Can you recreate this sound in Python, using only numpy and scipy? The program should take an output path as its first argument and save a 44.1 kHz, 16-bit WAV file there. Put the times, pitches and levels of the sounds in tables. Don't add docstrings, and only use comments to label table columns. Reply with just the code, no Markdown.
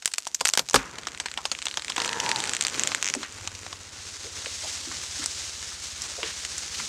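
import sys
import numpy as np
from scipy import signal
from scipy.fft import rfft, irfft
from scipy.io import wavfile
from scipy.ndimage import uniform_filter1d

SR = 44100
rng = np.random.default_rng(int(sys.argv[2]) if len(sys.argv) > 2 else 0)


def materialize(psi):
    bounded = np.clip(np.atleast_2d(psi).T, -1, 1)
    quanta = np.round(bounded * 32767).astype(np.int16)
    wavfile.write(sys.argv[1], SR, quanta)


N = 303408
TIME = np.arange(N) / SR

# frequency_hz, level_db
BREAK_SPECTRUM = [(30, -40), (100, -22), (400, -14.5), (900, -7), (2000, -2.5), (3400, -1.24), (4800, -1),
                  (6500, -1.5), (8200, -5.5), (9800, -17.5), (13000, -25.5), (16000, -51)]
# start_s, level_db
TRUNK_JOLTS = [(.411, -31), (.595, -30), (.7435, -6.5), (0.7482, -16.5), (0.7611, -19), (3.148, -34)]


def amp(db):
    return 10 ** (np.asarray(db) / 20)


def evened(x):
    return x / np.sqrt(np.mean(x ** 2) + 1e-20)


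def unit(x):
    return x / (np.linalg.norm(x) + 1e-20)


def read(points, hz):
    f, value = np.transpose(points)
    return np.interp(np.log(hz + 1), np.log(f + 1), value)


def follow(rows, t=TIME):
    s, *columns = np.transpose(rows)
    return [np.interp(t, s, c) for c in columns]


def add(mix, s, sound):
    part = mix[round(s * SR):][:len(sound)]
    part += sound[:len(part)]


def coloured(x, db):
    cepstrum = irfft(np.log(amp(db)), len(x))
    cepstrum[1:len(x) // 2] *= 2
    cepstrum[len(x) // 2 + 1:] = 0
    return irfft(rfft(x) * np.exp(rfft(cepstrum)), len(x))


def band(x, low_hz, high_hz):
    sos = signal.butter(2, [low_hz, high_hz], "band", fs=SR, output="sos")
    return signal.sosfilt(sos, x)


def wander(length, span):
    once = uniform_filter1d(rng.standard_normal(length), span)
    return evened(uniform_filter1d(once, span))


def resonate(x, hz, width):
    turn = np.exp(2j * np.pi * np.cumsum(hz) / SR)
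    r = np.exp(-2 * np.pi * width / SR)
    return 2 * (turn * signal.lfilter([(1 - r) ** 2], [1, -2 * r, r * r], x / turn)).real


def snap(s, db, body_db, bright_db, top_db, splinter, ring_db, fibre_hz,
         splinter_s=0.0012, ring_s=0.0038, scatter=0.22, rebound=0.62, lead_db=-17, lead_s=0.00065):
    size, lead_count = 4096, 256
    t, hz = np.arange(size) / SR, np.fft.rfftfreq(size, 1 / SR)
    level_count = round(.002 * SR)
    spray, ring = rng.standard_normal((2, size))
    force = np.sqrt(splinter) * unit(spray * np.exp(-t / splinter_s))
    force[0] += np.sqrt(1 - splinter)
    lead_noise = rng.standard_normal(lead_count) * np.exp(-t[:lead_count] / lead_s)
    lead = amp(lead_db) * unit(lead_noise)[::-1]
    force = np.concatenate([lead, force])[:size]
    decay = np.exp(-t / ring_s) + scatter * np.exp(-t / 0.014)
    ring *= decay * (1 - np.exp(-(t / 0.0012) ** 2))
    colour_db = read(BREAK_SPECTRUM, hz)
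    colour_db += read([(900, body_db), (2000, 0), (3700, 0), (6000, bright_db)], hz)
    colour_db += read([(8000, 0), (11000, top_db)], hz)
    returned = rebound * (1 - splinter / 2)
    fibre_db = 20 * np.log10(abs(1 - returned * np.exp(-1j * np.pi * hz / fibre_hz)))
    crack = coloured(force, colour_db + fibre_db + 1.63 * wander(len(hz), 66))
    ring = coloured(np.roll(ring, lead_count), colour_db + 2.5 * wander(len(hz), 27))
    sound = amp(db) * np.sqrt(level_count) * (unit(crack) + amp(ring_db) * unit(ring))
    return s - lead_count / SR, sound


def cracks():
    # start_s, level_db (over 2 ms), body_db, brightness_db, splintering (0-1)
    breaks = [(0.024, -34.5, 5, 2, 0.87), (0.0579, -6.5, -5, 6.5, 0.04), (.0773, -22, 6, 4.5, 0.36),
              (.118, -35, 0, 9, .3), (0.1373, -22.5, 6, 17, 0.1), (0.1397, -21.5, -4, 4.5, 0.24),
              (.183, -16.5, 2, 9, 0.46), (0.2694, -24, 20, 5.5, 0.27), (.274, -24.5, 1, 13, .45),
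              (.3462, -17, -3, 13, 0.4), (0.349, -19, 9, 14, 0.3), (0.4079, -23, -12, 2, 0),
              (.411, -16, 15.5, 4.5, 0.63), (0.4515, -16.5, -7, 24, 0.3), (.455, -10, 2, 2.5, 0.48),
              (0.4706, -20, 11, 7, .5), (0.475, -19, -2, 8, 0.1), (.4837, -20, 8, 20, 0.1),
              (.4896, -14.5, 8.5, 5, 0.4), (0.4991, -21, 13, 11, 0.03), (.5106, -36, 8, 16, .3),
              (.5356, -22, 0, 11, 0.4), (0.5366, -13.5, 6, 3.5, 0.57), (.5523, -24, 4, 3, .5),
              (0.575, -10.5, 13.5, 4.5, 0.44), (0.5845, -20.5, -4, 7, 0.65), (0.5938, -12.5, 8.5, 4, 0.55),
              (.688, -25, 8, 9, 0.4), (.698, -22.5, 8, 8, 0.15), (.71, -26, 10, 9, 0.4),
              (.733, -26, 15, 10, 0.6), (.7432, -5, 15.5, 3.5, 0.81), (0.7568, -15, 1, 12, 0.6),
              (.76, -9.5, 7, -2, 0.83), (0.985, -29, 3, 0.5, 0.77), (1.0703, -22.5, 7, -0.5, 0.9),
              (1.2003, -21.5, 6.5, 0.5, 0.98), (1.2588, -23, 7, -1, 1), (1.3753, -21.5, 6.5, -7, .75),
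              (1.454, -18.5, 8.5, 0.5, 0.84), (1.516, -18.5, 10.5, 1.5, 0.96), (1.6555, -22, -1, 2, 0.73),
              (1.6683, -19, 3, -10, 0.4), (1.7724, -18.5, 10, -1.5, .75), (1.8968, -29, 0, 4, .7),
              (1.8997, -21.5, 13, 1.5, 0.8), (1.9633, -22, 15, 1, .45), (1.9804, -19.5, 15.5, -5, 0.97),
              (2.002, -19, 8, -5, 0.43), (2.0176, -22, 11, -6, 0.9), (2.0592, -23.5, 10, 2, .6),
              (2.0923, -20.5, 8.5, -6, .3), (2.2012, -17.5, -11, 0, .45), (2.291, -20.5, 8.5, 1, 1),
              (2.6502, -17.5, 3, 0, .3), (2.7436, -25.5, -10, -2, 0.75), (2.918, -24, 3, -17.5, 0.9),
              (3.1505, -23.5, 8, 7, 0.6), (3.2308, -28, 2, -5.5, 1), (3.324, -36, 8, 15, .3),
              (3.4753, -21.5, 11, 2, 0.45), (3.551, -31.5, -12, 3, 0.86), (3.6646, -30, 12.5, -4, 0.64),
              (3.7281, -28.5, 10, -1, 0.86), (4.4592, -28, -6, -12, 1), (5.2405, -24.5, 12, 12, 0.6),
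              (5.2601, -18, 11, 18, .5), (5.6272, -30, 6, 6, 0.75), (6.0193, -25, 6, 23, 0.85),
              (6.231, -20.5, 9, -14, 0.73), (6.4503, -23.5, -9, 4, 0.5), (6.581, -24, 13.5, 19, .7)]
    typical_hz, spread_octaves = 3110, 0.34
    clean_ring_db, splintered_ring_db = -17, 0
    open_top_db, shaded_top_db, shading_s = 1.5, -2.5, 1
    top_per_db, middling_db = 0.35, -18.5
    out = np.zeros(N)
    for s, db, body_db, bright_db, splinter in breaks:
        ring_db = clean_ring_db + (splintered_ring_db - clean_ring_db) * splinter
        top_db = open_top_db if s < shading_s else shaded_top_db
        top_db += top_per_db * (db - middling_db)
        fibre_hz = typical_hz * 2 ** (spread_octaves * rng.standard_normal())
        add(out, *snap(s, db, body_db, bright_db, top_db, splinter, ring_db, fibre_hz, rebound=0.67))
    return out


def trunk(rise_cycles=1.74):
    # pitch_hz, level_db (added to the jolt's), t60_s
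    trunk_modes = [(46, -13, 0.15), (65, -20, 0.21), (119, -22, 0.19), (202.5, -22, 0.16),
                   (264.5, -11.5, 0.12), (425, -5, 0.047), (507, 8, 0.031), (756, 1.5, 0.023),
                   (910, -0.5, 0.018), (1080, -1, 0.018), (1370, -1, 0.011), (1430, 3, 0.017),
                   (1650, 4, 0.016)]
    out, t = np.zeros(N), np.arange(SR // 2) / SR
    for s, db in TRUNK_JOLTS:
        for hz, mode_db, t60 in trunk_modes:
            swell = 1 - np.exp(-(hz * t / rise_cycles) ** 2)
            tone = np.sin(2 * np.pi * (hz * t + rng.random()))
            add(out, s, amp(db + mode_db - 60 * t / t60) * swell * tone)
    return out


def pops():
    # start_s, level_db (over 2 ms)
    jerks = [(.957, -36), (1.034, -34), (1.054, -37), (1.0855, -33), (1.119, -35.5), (1.148, -32),
             (1.1755, -32), (1.285, -30.5), (1.3155, -28.5), (1.34, -29.5), (1.5508, -27.5), (1.5892, -28),
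             (1.6189, -28), (1.6251, -26), (1.684, -25.5), (1.7124, -27.5), (1.7412, -27.5),
             (1.7958, -28.5), (1.8218, -28.5), (1.847, -27), (1.8819, -25.5), (1.921, -26), (1.9669, -23.5),
             (2.0473, -21), (2.0778, -23.5), (2.1308, -21.5), (2.263, -21), (2.3157, -15), (2.3606, -19),
             (2.403, -21), (2.4219, -30), (2.4397, -21), (2.4553, -26), (2.475, -26), (2.4946, -20.5),
             (2.5353, -18), (2.55, -22.5), (2.567, -21), (2.6105, -15), (2.6239, -19), (2.6377, -26),
             (2.6681, -17.5), (2.683, -22.5), (2.699, -29), (2.7958, -15.5), (2.8356, -15.5),
             (2.8739, -15.5), (2.948, -15), (3.027, -16.5), (3.0448, -20.5), (3.0576, -21), (3.067, -21.5),
             (3.0766, -21), (3.0872, -20), (3.1005, -21), (3.1392, -16.5)]
    # time_s, pitch_hz, brightness_db, splintering (0-1)
    strip_state = [(1, 2660, -3, 0.25), (1.75, 2900, -3, .45), (2.1, 2920, -7, 0.5), (2.38, 3120, 0, 0.3),
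                   (2.62, 2730, 7.5, 0), (2.95, 2380, 4, 0.25), (3.04, 2250, 3, 0.05), (3.14, 1980, 0, 0)]
    out = np.zeros(N)
    for s, db in jerks:
        hz, bright_db, splinter = follow(strip_state, s)
        add(out, *snap(s, db, -3, bright_db, -6, splinter, -13, hz, splinter_s=0.00066, ring_s=0.006,
                       scatter=0.28, rebound=.78, lead_db=-22, lead_s=0.00034))
    return out


def creak(length, db, factor, jitter=.15, uneven_db=2, scrape=0.078):
    # pitch_hz, pole_half_width_hz, relative level_db
    hinge_modes = [(464, 45, -9), (911, 62, 7.5), (960, 52, 2), (1330, 76, -13), (1650, 170, -9.5)]
    slips_per_s, slip_gain_per_s2 = 68, 145
    pitch_sag = 0.17
    side_start_db, side_end_db = 17, -24
    attack_s, hold_share, fade_db = 0.033, 0.58, -22.5
    t = np.arange(0, length, 1 / SR)
    done = t / length
    rate = slips_per_s + slip_gain_per_s2 * t
    sag = factor * (1 - pitch_sag * done ** 3)
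    side_db = side_start_db + (side_end_db - side_start_db) * done ** 2
    turns = np.cumsum(rate * np.exp(jitter * wander(SR, 200)[:len(t)])) / SR
    strength, rub = rng.standard_normal((2, SR))[:, :len(t)]
    slips = np.diff(np.floor(turns), prepend=0) * amp(uneven_db * strength) / np.sqrt(rate)
    drive = evened(slips) + np.sqrt(scrape) * rub
    low, main, twin, *upper = (amp(level) * resonate(drive, hz * sag, width)
                               for hz, width, level in hinge_modes)
    sides = amp(side_db) * (low + sum(upper))
    strip = main + twin
    wood = (strip + sides) / np.std(strip) / np.sqrt(1 + 0.3 * amp(side_db) ** 2)
    envelope_db = db + np.interp(done, [hold_share, 1], [0, fade_db])
    return np.minimum(t / attack_s, 1) * amp(envelope_db) * wood


def creaks():
    # start_s, length_s, level_db, pitch_factor (on the hinge's resonances)
    groans = [(1.954, 0.61, -31, 1.027), (2.798, .14, -44, 0.65)]
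    out = np.zeros(N)
    for start, *row in groans:
        add(out, start, creak(*row))
    return out


def crackle(colour, per_s, size_db, hiss, flicker_db, count=16, size=128):
    t, ticks = np.arange(size) / SR, np.zeros(N)
    for _ in range(count):
        train = np.zeros(N)
        at = rng.integers(0, N, int(per_s * N / SR / count))
        train[at] = amp(size_db * np.minimum(rng.exponential(1, len(at)), 4))
        grain = unit(rng.standard_normal(size) * np.exp(-t / 0.0009))
        ticks += np.convolve(train, grain)[:N]
    sound = np.sqrt(1 - hiss) * evened(ticks - ticks.mean())
    sound += np.sqrt(hiss) * rng.standard_normal(N)
    flickering = sound * amp(flicker_db * wander(N, 810))
    return coloured(flickering, read(colour, np.fft.rfftfreq(N, 1 / SR)))


def played(sound, gains, body_low_hz, body_high_hz, split_hz):
    top_gain, body_gain = gains
    hz = np.fft.rfftfreq(N, 1 / SR)
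    body = irfft(rfft(sound) / (1 + (hz / split_hz) ** 4), N)
    top_rms = np.std(band(sound, 2500, 10000))
    body_rms = np.std(band(sound, body_low_hz, body_high_hz))
    return top_gain * (sound - body) / top_rms + body_gain * body / body_rms


def swelled(top_db, body_db, swells):
    top, body = amp(top_db) ** 2, amp(body_db) ** 2
    for s, peak_db, peak_body_db, half_s in swells:
        bell = np.exp(-.5 * ((TIME - s) / half_s) ** 2)
        top = top + bell * amp(peak_db) ** 2
        body = body + bell * amp(peak_body_db) ** 2
    return np.sqrt(top), np.sqrt(body)


def tearing():
    # time_s, level_db, body_db
    steady = [(0, -56.5, -65.5), (.73, -53.5, -59.5), (.78, -41, -46), (.95, -54, -46.5),
              (1.6, -46.5, -53.5), (3.1, -43.5, -46.5), (3.9, -45.5, -51)]
    # peak_s, level_db, body_db, half_length_s
    bundles = [(2.025, -40, -57, 0.032), (2.323, -38, -38, 0.19), (2.846, -38, -39.5, .09)]
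    # frequency_hz, level_db
    tear_spectrum = [(40, -37), (100, -6.5), (166, -9), (240, -7.5), (500, -9), (700, -12.5), (1500, -8),
                     (2600, -4), (5000, -3.5), (7000, -0.5), (8500, -8.5), (10000, -16.5), (13000, -29),
                     (16000, -37)]
    sound = crackle(tear_spectrum, per_s=700, size_db=2.5, hiss=0.36, flicker_db=1.5)
    return played(sound, swelled(*follow(steady), bundles), 210, 1680, split_hz=1950)


def crown():
    # peak_s, level_db, body_db, half_length_s
    boughs = [(4.15, -42.5, -67, 0.11), (4.388, -36, -41, 0.016), (4.55, -37, -49, 0.013),
              (4.654, -36, -49, 0.071), (4.96, -40, -45, 0.043), (5.265, -36.5, -48.5, 0.13),
              (5.86, -38.5, -60, 0.02), (6.063, -38, -44, 0.046), (6.295, -38, -45, 0.039),
              (6.51, -39.5, -49, 0.11), (6.812, -34.5, -47.5, 0.039)]
    # frequency_hz, level_db
    leaf_spectrum = [(59, -26), (100, -1), (129, -7), (277, -9.5), (513, -9), (583, -10), (648, -12),
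                     (801, -10), (1150, -8.5), (1250, -7.5), (2520, -6), (6560, -0.5), (8460, -7.5),
                     (12900, -31), (16000, -38)]
    full_s, full_db, full_body_db = 4.63, -37.5, -47.5
    rise_db_per_s, ease_db_per_s = 13.5, 0.77
    body_share = 0.11
    swell_db = np.minimum(rise_db_per_s * (TIME - full_s), ease_db_per_s * (full_s - TIME))
    sound = crackle(leaf_spectrum, per_s=1700, size_db=3.5, hiss=0.6, flicker_db=1.22)
    gains = swelled(full_db + swell_db, full_body_db + body_share * swell_db, boughs)
    return played(sound, gains, 560, 2630, split_hz=2030)


def knocks(spread=1.2, widening=0.17, rise_s=0.0012, rattle_db=3):
    # start_s, level_db, pitch_hz, t60_s
    impacts = [(0.604, -48, 126, 0.21), (0.767, -31, 260, 0.14), (.76, -33, 1860, 0.32),
               (.785, -37.5, 1190, 0.57), (1.378, -33.5, 970, 0.12), (2.76, -42.5, 330, 0.58),
               (3.15, -36, 480, 0.094), (3.163, -31.5, 254, 0.17), (3.229, -32.5, 1750, 0.15),
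               (4.243, -40.5, 446, 0.18), (4.46, -35, 507, 0.073), (4.634, -37.5, 690, .18),
               (4.87, -39, 286, 0.19), (4.914, -32.5, 1487, 0.062), (5.193, -41.5, 270, 0.3),
               (5.217, -36, 1470, 0.13), (5.718, -37.5, 1200, 0.047), (6.181, -36.5, 564, 0.17),
               (6.226, -35, 410, 0.2), (6.232, -35, 2340, 0.5), (6.742, -28.5, 3600, 0.08),
               (6.785, -42.5, 188, 0.15), (6.794, -30.5, 1590, 0.12)]
    out, t = np.zeros(N), np.arange(SR // 2) / SR
    for s, db, hz, t60 in impacts:
        ratio = spread * max(hz / 450, 1) ** widening
        envelope = amp(-60 * t / t60) * (1 - np.exp(-t / rise_s))
        contact = rng.standard_normal(len(t)) * amp(rattle_db * wander(len(t), 88))
        thud = band(contact, hz / ratio, hz * ratio) * envelope
        add(out, s, amp(db) * unit(thud) * np.linalg.norm(envelope))
    return out


def twigs(per_s, level_db, size_db):
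    sizes = amp(level_db + size_db * np.minimum(rng.exponential(1, N), 2))
    train = sizes * (rng.random(N) < per_s / SR)
    hz = np.fft.rfftfreq(N, 1 / SR)
    return coloured(train, read(BREAK_SPECTRUM, hz) + read([(1000, 5), (7000, 15.5)], hz))


def woods(x, size=256):
    # frequency_hz, t60_s
    echo_decay = [(100, 0.98), (500, 0.33), (2000, 0.16), (6000, 0.18), (14000, 0.2)]
    taps = rng.choice([-1., 1.], SR) * (rng.random(SR) < 2000 / SR)
    taps *= np.arange(SR) > .012 * SR
    hz, t, z = signal.stft(taps, SR, nperseg=size)
    tilt_db = read([(1500, -8.5), (6000, -19.5), (14000, -2)], hz)[:, None]
    z *= amp(-60 * t / read(echo_decay, hz)[:, None] + tilt_db)
    return signal.oaconvolve(x, unit(signal.istft(z, SR, nperseg=size)[1]))[:N]


def throb(push=0.22):
    # time_s, level_db
    puff_level = [(.7, -68), (.9, -54), (3.2, -57), (3.39, -41), (3.8, -46), (6.88, -47)]
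    start_s, period_s, puff_s, push_s = .0022, .06452, 0.013, 0.022
    idle_hz, lift_hz, lift_s, rise_s, settle_s = 72.8, 22.3, 3.2, .2, 1.5
    db, = follow(puff_level)
    since = np.maximum(TIME - lift_s, 0)
    hz = idle_hz + lift_hz * np.minimum(since / rise_s, np.exp((rise_s - since) / settle_s))
    out = np.zeros(N)
    firing = (TIME - start_s) / period_s
    strength = amp(rng.standard_normal(int(firing[-1]) + 3))
    for nearest in (np.floor(firing), np.ceil(firing)):
        t = (firing - nearest) * period_s
        puff = np.exp(-.5 * (t / puff_s) ** 2) * np.sin(2 * np.pi * hz * t)
        puff += push * np.exp(-.5 * (t / push_s) ** 2) * np.sin(2 * np.pi * 52 * t)
        out -= strength[nearest.astype(int)] * puff
    return amp(db) * out


def open_air(level_db=-62.5):
    # frequency_hz, level_db
    air_spectrum = [(18, -56.5), (30, -15), (684, -5), (1430, -23), (1760, -8), (4080, -5), (6050, 10),
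                    (12300, -6), (16000, -34)]
    colour_db = read(air_spectrum, np.fft.rfftfreq(N, 1 / SR))
    return amp(level_db) * evened(coloured(rng.standard_normal(N), colour_db))


def scene(echo_db=-21, ticking=0.39):
    falling = np.clip((TIME - 3.7) / .2, 0, 1)
    rustle = np.sqrt(1 - falling) * tearing() + np.sqrt(falling) * crown()
    busy = evened(np.sqrt(abs(uniform_filter1d(rustle ** 2, size=4000))))
    ticks = twigs(per_s=35, level_db=-31.5, size_db=2.5) * busy ** ticking
    ticks += twigs(per_s=58, level_db=-35, size_db=7.0) * (TIME < TRUNK_JOLTS[2][0])
    wood = cracks() + pops() + trunk() + creaks() + knocks()
    return (wood + amp(echo_db) * woods(wood) + rustle + ticks + throb() + open_air())[None]


def record(dry, limit_db=-9.5, react_s=0.00036):
    keep = np.exp(-1 / (react_s * SR))
    level = np.sqrt(signal.lfilter([1 - keep], [1, -keep], dry ** 2))
    limited = np.clip(dry / np.maximum(level / amp(limit_db), 1), -1, 1)
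    low_pass = signal.firwin(511, 16400, window=("kaiser", 9), fs=SR)
    return signal.oaconvolve(limited, low_pass[None], "same")


dry = scene()
out = record(dry)
materialize(out)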